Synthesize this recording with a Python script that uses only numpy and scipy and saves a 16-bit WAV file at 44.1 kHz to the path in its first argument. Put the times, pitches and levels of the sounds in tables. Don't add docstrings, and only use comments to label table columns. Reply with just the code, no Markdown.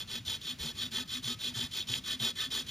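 import sys
import numpy as np
from scipy import signal
from scipy.fft import rfft, irfft
from scipy.io import wavfile
from scipy.ndimage import uniform_filter1d

SR = 44100
rng = np.random.default_rng(int(sys.argv[2]) if len(sys.argv) > 2 else 0)


def undo_db(level):
    steps = np.asarray(level, float) / 20
    return 10 ** steps


def int16_out(signal):
    q = np.round(np.clip(np.atleast_2d(signal).T, -1, 1) * 32767)
    wavfile.write(sys.argv[1], SR, q.astype(np.int16))


N = 119070

# frequency [Hz], level [dB].
RUMBLE_SPECTRUM = [(20, -48), (45, -6), (120, -0.5), (250, -6), (450, -21.5), (800, -25.5), (3500, -17.5),
                   (15000, -38)]
# frequency [Hz], likeness [0-1].
RUMBLE_LIKENESS = [(60, 1), (330, 0.91), (600, 0), (1500, 0.92), (5000, 0.98), (9000, 0.6)]
# start [s], level [dB], pitch [Hz].
BENCH_THUDS = [(0.039, -51.5, 99), (0.118, -56, 124), (.205, -50, 123), (0.275, -43, 94), (.555, -59, 110),
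               (0.607, -44, 69), (0.646, -43.5, 150), (.791, -51.5, 118), (0.937, -54, 121),
               (1.256, -41.5, 121), (1.358, -45.5, 106), (1.567, -39, 117), (1.639, -46.5, 76.5),
               (1.899, -39.5, 120.5), (1.963, -47.5, 133), (2.211, -40, 121)]
# peak [s], rise [s], level [dB], pitch [Hz].
VISE_HUMS = [(.172, .04, -49.5, 236), (.525, .04, -50, 248), (0.68, .05, -49.5, 236),
             (0.859, .04, -50, 248.5), (0.938, .02, -49, 228), (1.011, .04, -47, 250),
             (1.187, .04, -48, 253.6), (1.313, .035, -44.5, 242.6), (1.5, .05, -48.5, 246.5),
             (1.574, .02, -52, 238), (1.637, .04, -47, 242), (1.92, .04, -52, 255.3), (2., .03, -52.5, 253),
             (2.162, .03, -51, 251.4), (2.25, .05, -46, 233.7), (2.312, .03, -62, 254),
             (2.482, .03, -50.5, 260), (2.567, .03, -53.5, 249.3), (2.615, .025, -53, 253)]
# start [s], length [s], level [dB].
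FRAME_RINGS = [
    (0.982, 0.098, -57),
    (1.275, 0.13, -53.5),
]
# start [s], level [dB].
FIBRE_SNAPS = [
    (.329, -30),
    (.987, -29),
    (1.158, -29),
    (1.939, -17),
    (2.2, -29),
    (2.406, -28),
]
# start [s], length [s], level [dB], wood share [dB], low knock [dB].
SAW_STROKES = [(-.09, 0.13, -38, 1.5, 4), (.073, 0.13, -38, 0.5, 2.5), (.248, 0.13, -37.5, -0.5, 2),
               (.409, 0.14, -39, 0, -2), (.585, 0.14, -38, 1, 6.5), (.75, 0.14, -38, 1.5, 1),
               (.909, 0.13, -37, 2.5, 4), (1.075, 0.13, -37, 1, -3), (1.223, 0.13, -36.5, 0, -0.5),
               (1.385, 0.14, -36.5, -0.5, 1.5), (1.536, 0.14, -37, 0.5, 2), (1.709, 0.13, -35, -2, -2),
               (1.869, 0.13, -35.5, 0, 2.5), (2.036, .128, -34.5, 1.5, -1.5), (2.19, 0.13, -34, 2.5, 4.5),
               (2.352, 0.13, -35, 4.5, -1.5), (2.502, 0.13, -35, 2.5, 2.5), (2.663, 0.16, -34.5, -5, 0)]
# skew of the speed arch [exponent], steepness [exponent], bite [0-1], treble [dB].
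STROKE_SHAPES = [
    (.9, 0.64, 0.39, -0.07),
    (1.05, 1., 0.31, -1.5),
]
# frequency [Hz], width [Hz], level [dB].
BLADE_MODES = [(2504, 53, -7), (2661, 97, -8), (3152, 90, 2), (3337, 58, 5.5), (3462, 85, 4),
               (3674, 40, 4.5), (3844, 130, -2.5), (4300, 114, -0.5), (4602, 91, -12), (4850, 40, -7),
               (5562, 50, -14), (6960, 67, -45), (13970, 250, -24), (15400, 130, -34)]
# frequency [Hz], width [Hz], level [dB].
BLOCK_MODES = [(378, 20, -8), (525, 42, -10.5), (653, 13.3, -14.5), (902.5, 15, -9), (1137, 52, -9),
               (1291, 8.3, -6.5), (1513, 36, -6.5), (1771, 45, -1), (2060, 78, -12)]
# frequency [Hz], level [dB].
TEAR_SPECTRUM = [(300, 1), (800, -23.5), (2200, 0), (3500, -1.5), (4800, 7.5), (6000, 3.64)]
# frequency [Hz], level [dB].
FIZZ_SPECTRUM = [(6000, 0), (7700, 0), (8300, 4.5), (8800, -1), (9800, -8), (12400, -15), (14500, -9)]
# centre [Hz], width [Hz], lead [radians].
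BLADE_LEAD = [(3670, 840, 0.68)]
# frequency [Hz], lead [half turns].
TREBLE_LEAD = [(6750, 0), (7100, .2), (7450, .5), (7750, 1), (8800, 1), (9150, .62), (9800, .15),
               (10700, 0)]
# frequency [Hz], lead [half turns].
TOP_LEAD = [(13000, 0), (13600, -.25), (14300, -.3), (15000, -.57), (15400, -.9), (15700, -1)]
# frequency [Hz], level [dB].
PORT_BALANCE = [(60, .8), (300, 2.), (800, .8), (1300, 0.), (8000, 0.)]


def read(points, hz):
    f, v = np.transpose(points)
    return np.interp(np.log(hz + 1), np.log(f + 1), v)


def evened(x):
    return x / np.sqrt(np.mean(x ** 2) + 1e-20)


def add(mix, start, sound):
    at = round(start * SR)
    sound = sound[max(-at, 0):]
    part = mix[max(at, 0):][:len(sound)]
    part += sound[:len(part)]


def ring(x, modes):
    out = np.zeros(len(x))
    for k, (hz, width, db) in enumerate(modes):
        b, a = signal.iirpeak(hz, hz / max(width, 45), SR)
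        out += (-1) ** k * undo_db(db) * signal.lfilter(b, a, x)
    return out


def colour(x, gain):
    return irfft(rfft(x) * gain(np.fft.rfftfreq(N, 1 / SR)), N)


def rumble():
    level_db, lump_db = -52.5, 1.4

    def shared_gain(hz):
        return undo_db(read(RUMBLE_SPECTRUM, hz))

    def apart_gain(hz):
        likeness = np.clip(read(RUMBLE_LIKENESS, hz), 0, .999)
        return shared_gain(hz) * np.sqrt((1 - likeness) / (1 + likeness))

    noise_a, noise_b = rng.standard_normal((2, N))
    pair = np.array([colour(noise_a, shared_gain), colour(noise_b, apart_gain)])
    slow = uniform_filter1d(uniform_filter1d(rng.standard_normal(N), 900), 900)
    lumps = undo_db(lump_db * evened(slow))
    return undo_db(level_db) * lumps * evened(pair) / np.sqrt(2)


def room(x):
    t60 = .15
    t = np.arange(SR // 3) / SR
    hits = rng.standard_normal(len(t)) * (rng.random(len(t)) < .05)
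    tail = hits * undo_db(-60 * t / t60) * (t > .004)
    return signal.fftconvolve(x, tail / np.linalg.norm(tail))[:N]


def bench():
    rise_s, t60, lift_db = 0.02, 0.14, 2.5
    out = np.zeros(N)
    t = np.arange(0, .2, 1 / SR)
    swell = np.sin(np.minimum(t / rise_s, 1) * np.pi / 2) ** 2
    decay_db = -60 * np.maximum(t - rise_s, 0) / t60
    for start, db, hz in BENCH_THUDS:
        add(out, start - .01, undo_db(db + lift_db + decay_db) * swell * np.sin(2 * np.pi * hz * t))
    return out


def vise():
    lift_db, rough, glide, fall = 4, 0.11, .045, 0.66
    out = np.zeros(N)
    for peak, rise, db, hz in VISE_HUMS:
        t = np.arange(-2 * rise, 2 * rise, 1 / SR)
        u = t / rise
        swell = np.exp(-np.where(u < 0, u, u / fall) ** 2)
        wobble = 1 + rough * evened(uniform_filter1d(rng.standard_normal(len(t)), 500))
        phase = 2 * np.pi * np.cumsum(hz * (1 + glide * u)) / SR
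        add(out, peak - 2 * rise, undo_db(db + lift_db) * swell * wobble * np.sin(phase))
    return out


def frame():
    pitch_hz = 1268
    out = np.zeros(N)
    for start, length, db in FRAME_RINGS:
        t = np.arange(0, length, 1 / SR)
        swell = np.sin(np.pi * (t / length) ** 0.51)
        add(out, start, undo_db(db) * swell * np.sin(2 * np.pi * pitch_hz * t))
    return out


def snaps():
    pitch_hz, t60, attack_s = 3270, 0.018, 0.00036
    out = np.zeros(N)
    t = np.arange(1200) / SR
    pair = np.sin(2 * np.pi * pitch_hz * t) + .5 * np.sin(2 * np.pi * 1.1 * pitch_hz * t)
    for start, db in FIBRE_SNAPS:
        add(out, start, undo_db(db - 60 * t / t60) * np.minimum(t / attack_s, 1) * pair)
    return out


def strokes():
    blade, wood, treble, knock = np.zeros((4, N))
    for k, (start, length, db, wood_db, knock_db) in enumerate(SAW_STROKES):
        skew, steep, bite, treble_db = STROKE_SHAPES[k % 2]
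        u = np.arange(0, length, 1 / SR) / length
        speed = abs(np.sin(np.pi * u ** skew)) ** steep
        first_bite = bite * (1 - u) * np.minimum(u / 0.022, 1)
        arch = undo_db(db) * np.maximum(speed, first_bite)
        for lane, lift_db in ((blade, 0), (wood, wood_db), (treble, treble_db), (knock, knock_db)):
            add(lane, start, arch * undo_db(lift_db))
    return blade, wood, treble, knock


def teeth():
    ticks_per_s, spread_db, rub = 2600, 2, 0.67
    chatter_db, chatter_s = -1.5, 0.0041
    slow = evened(uniform_filter1d(rng.standard_normal(N), round(chatter_s * SR)))
    chatter = undo_db(chatter_db * np.tanh(slow / 2) * 2)
    strength = undo_db(spread_db * np.minimum(rng.exponential(1, N), 3))
    ticks = strength * (rng.random(N) < ticks_per_s / SR) * rng.choice([-1., 1.], N)
    return evened(chatter * (evened(ticks) + rub * rng.standard_normal(N)))


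def saw():
    tear_db, wood_db = -16.5, -17
    blade, wood, treble, knock = strokes()
    drive = teeth()
    scale = 1 / np.sqrt(np.mean(ring(drive, BLADE_MODES) ** 2))
    tear = scale * colour(drive, lambda hz: undo_db(read(TEAR_SPECTRUM, hz) + read(FIZZ_SPECTRUM, hz)))
    low = [mode for mode in BLOCK_MODES if mode[0] < 1000]
    high = BLOCK_MODES[len(low):]
    block = ring(drive * knock, low) + ring(drive * wood, high)
    bodies = ring(drive * blade, BLADE_MODES) + undo_db(wood_db) * 4 * block
    return scale * bodies + undo_db(tear_db) * tear * treble


def ports(x):
    top_hz, top_slope_hz = 15350, 170
    scatter_rad, patch_db = .8, 1.8

    def drift(v):
        return evened(uniform_filter1d(uniform_filter1d(v, 4, 0), 6, 1))

    hz, _, z = signal.stft(x, SR, nperseg=512, noverlap=384)
    patch, sway = (drift(v) for v in rng.standard_normal((2,) + z.shape))
    lead = sum(rad * np.exp(-((hz - centre) / width) ** 2) for centre, width, rad in BLADE_LEAD)
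    lead = lead + np.pi * (read(TREBLE_LEAD, hz) + read(TOP_LEAD, hz))
    scatter = scatter_rad * np.sin(lead) * np.where(hz < 6000, .4, 1)
    lead = lead[:, None] + scatter[:, None] * sway
    roll_off = 1 + np.exp(np.clip((hz - top_hz) / top_slope_hz, -50, 50))
    z = z * undo_db(patch_db * patch * (hz > 600)[:, None]) / roll_off[:, None]
    half = undo_db(read(PORT_BALANCE, hz) / 2)[:, None] * np.exp(.5j * lead)
    return signal.istft(np.array([z * half, z / half]), SR, nperseg=512, noverlap=384)[1][:, :N]


def scene():
    room_db, diffuse = -17, .45
    shared, apart = rumble()
    cut = saw() + snaps()
    held = bench() + vise() + frame()
    near = ports(cut + undo_db(room_db) * room(cut) + held + (1 - diffuse) * shared)
    return near + diffuse * shared + np.array([apart, -apart])


def top_cut(x):
    return signal.sosfilt(signal.butter(12, 15990, fs=SR, output="sos"), x)


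def record(dry):
    return top_cut(dry)


dry = scene()
out = record(dry)
int16_out(out)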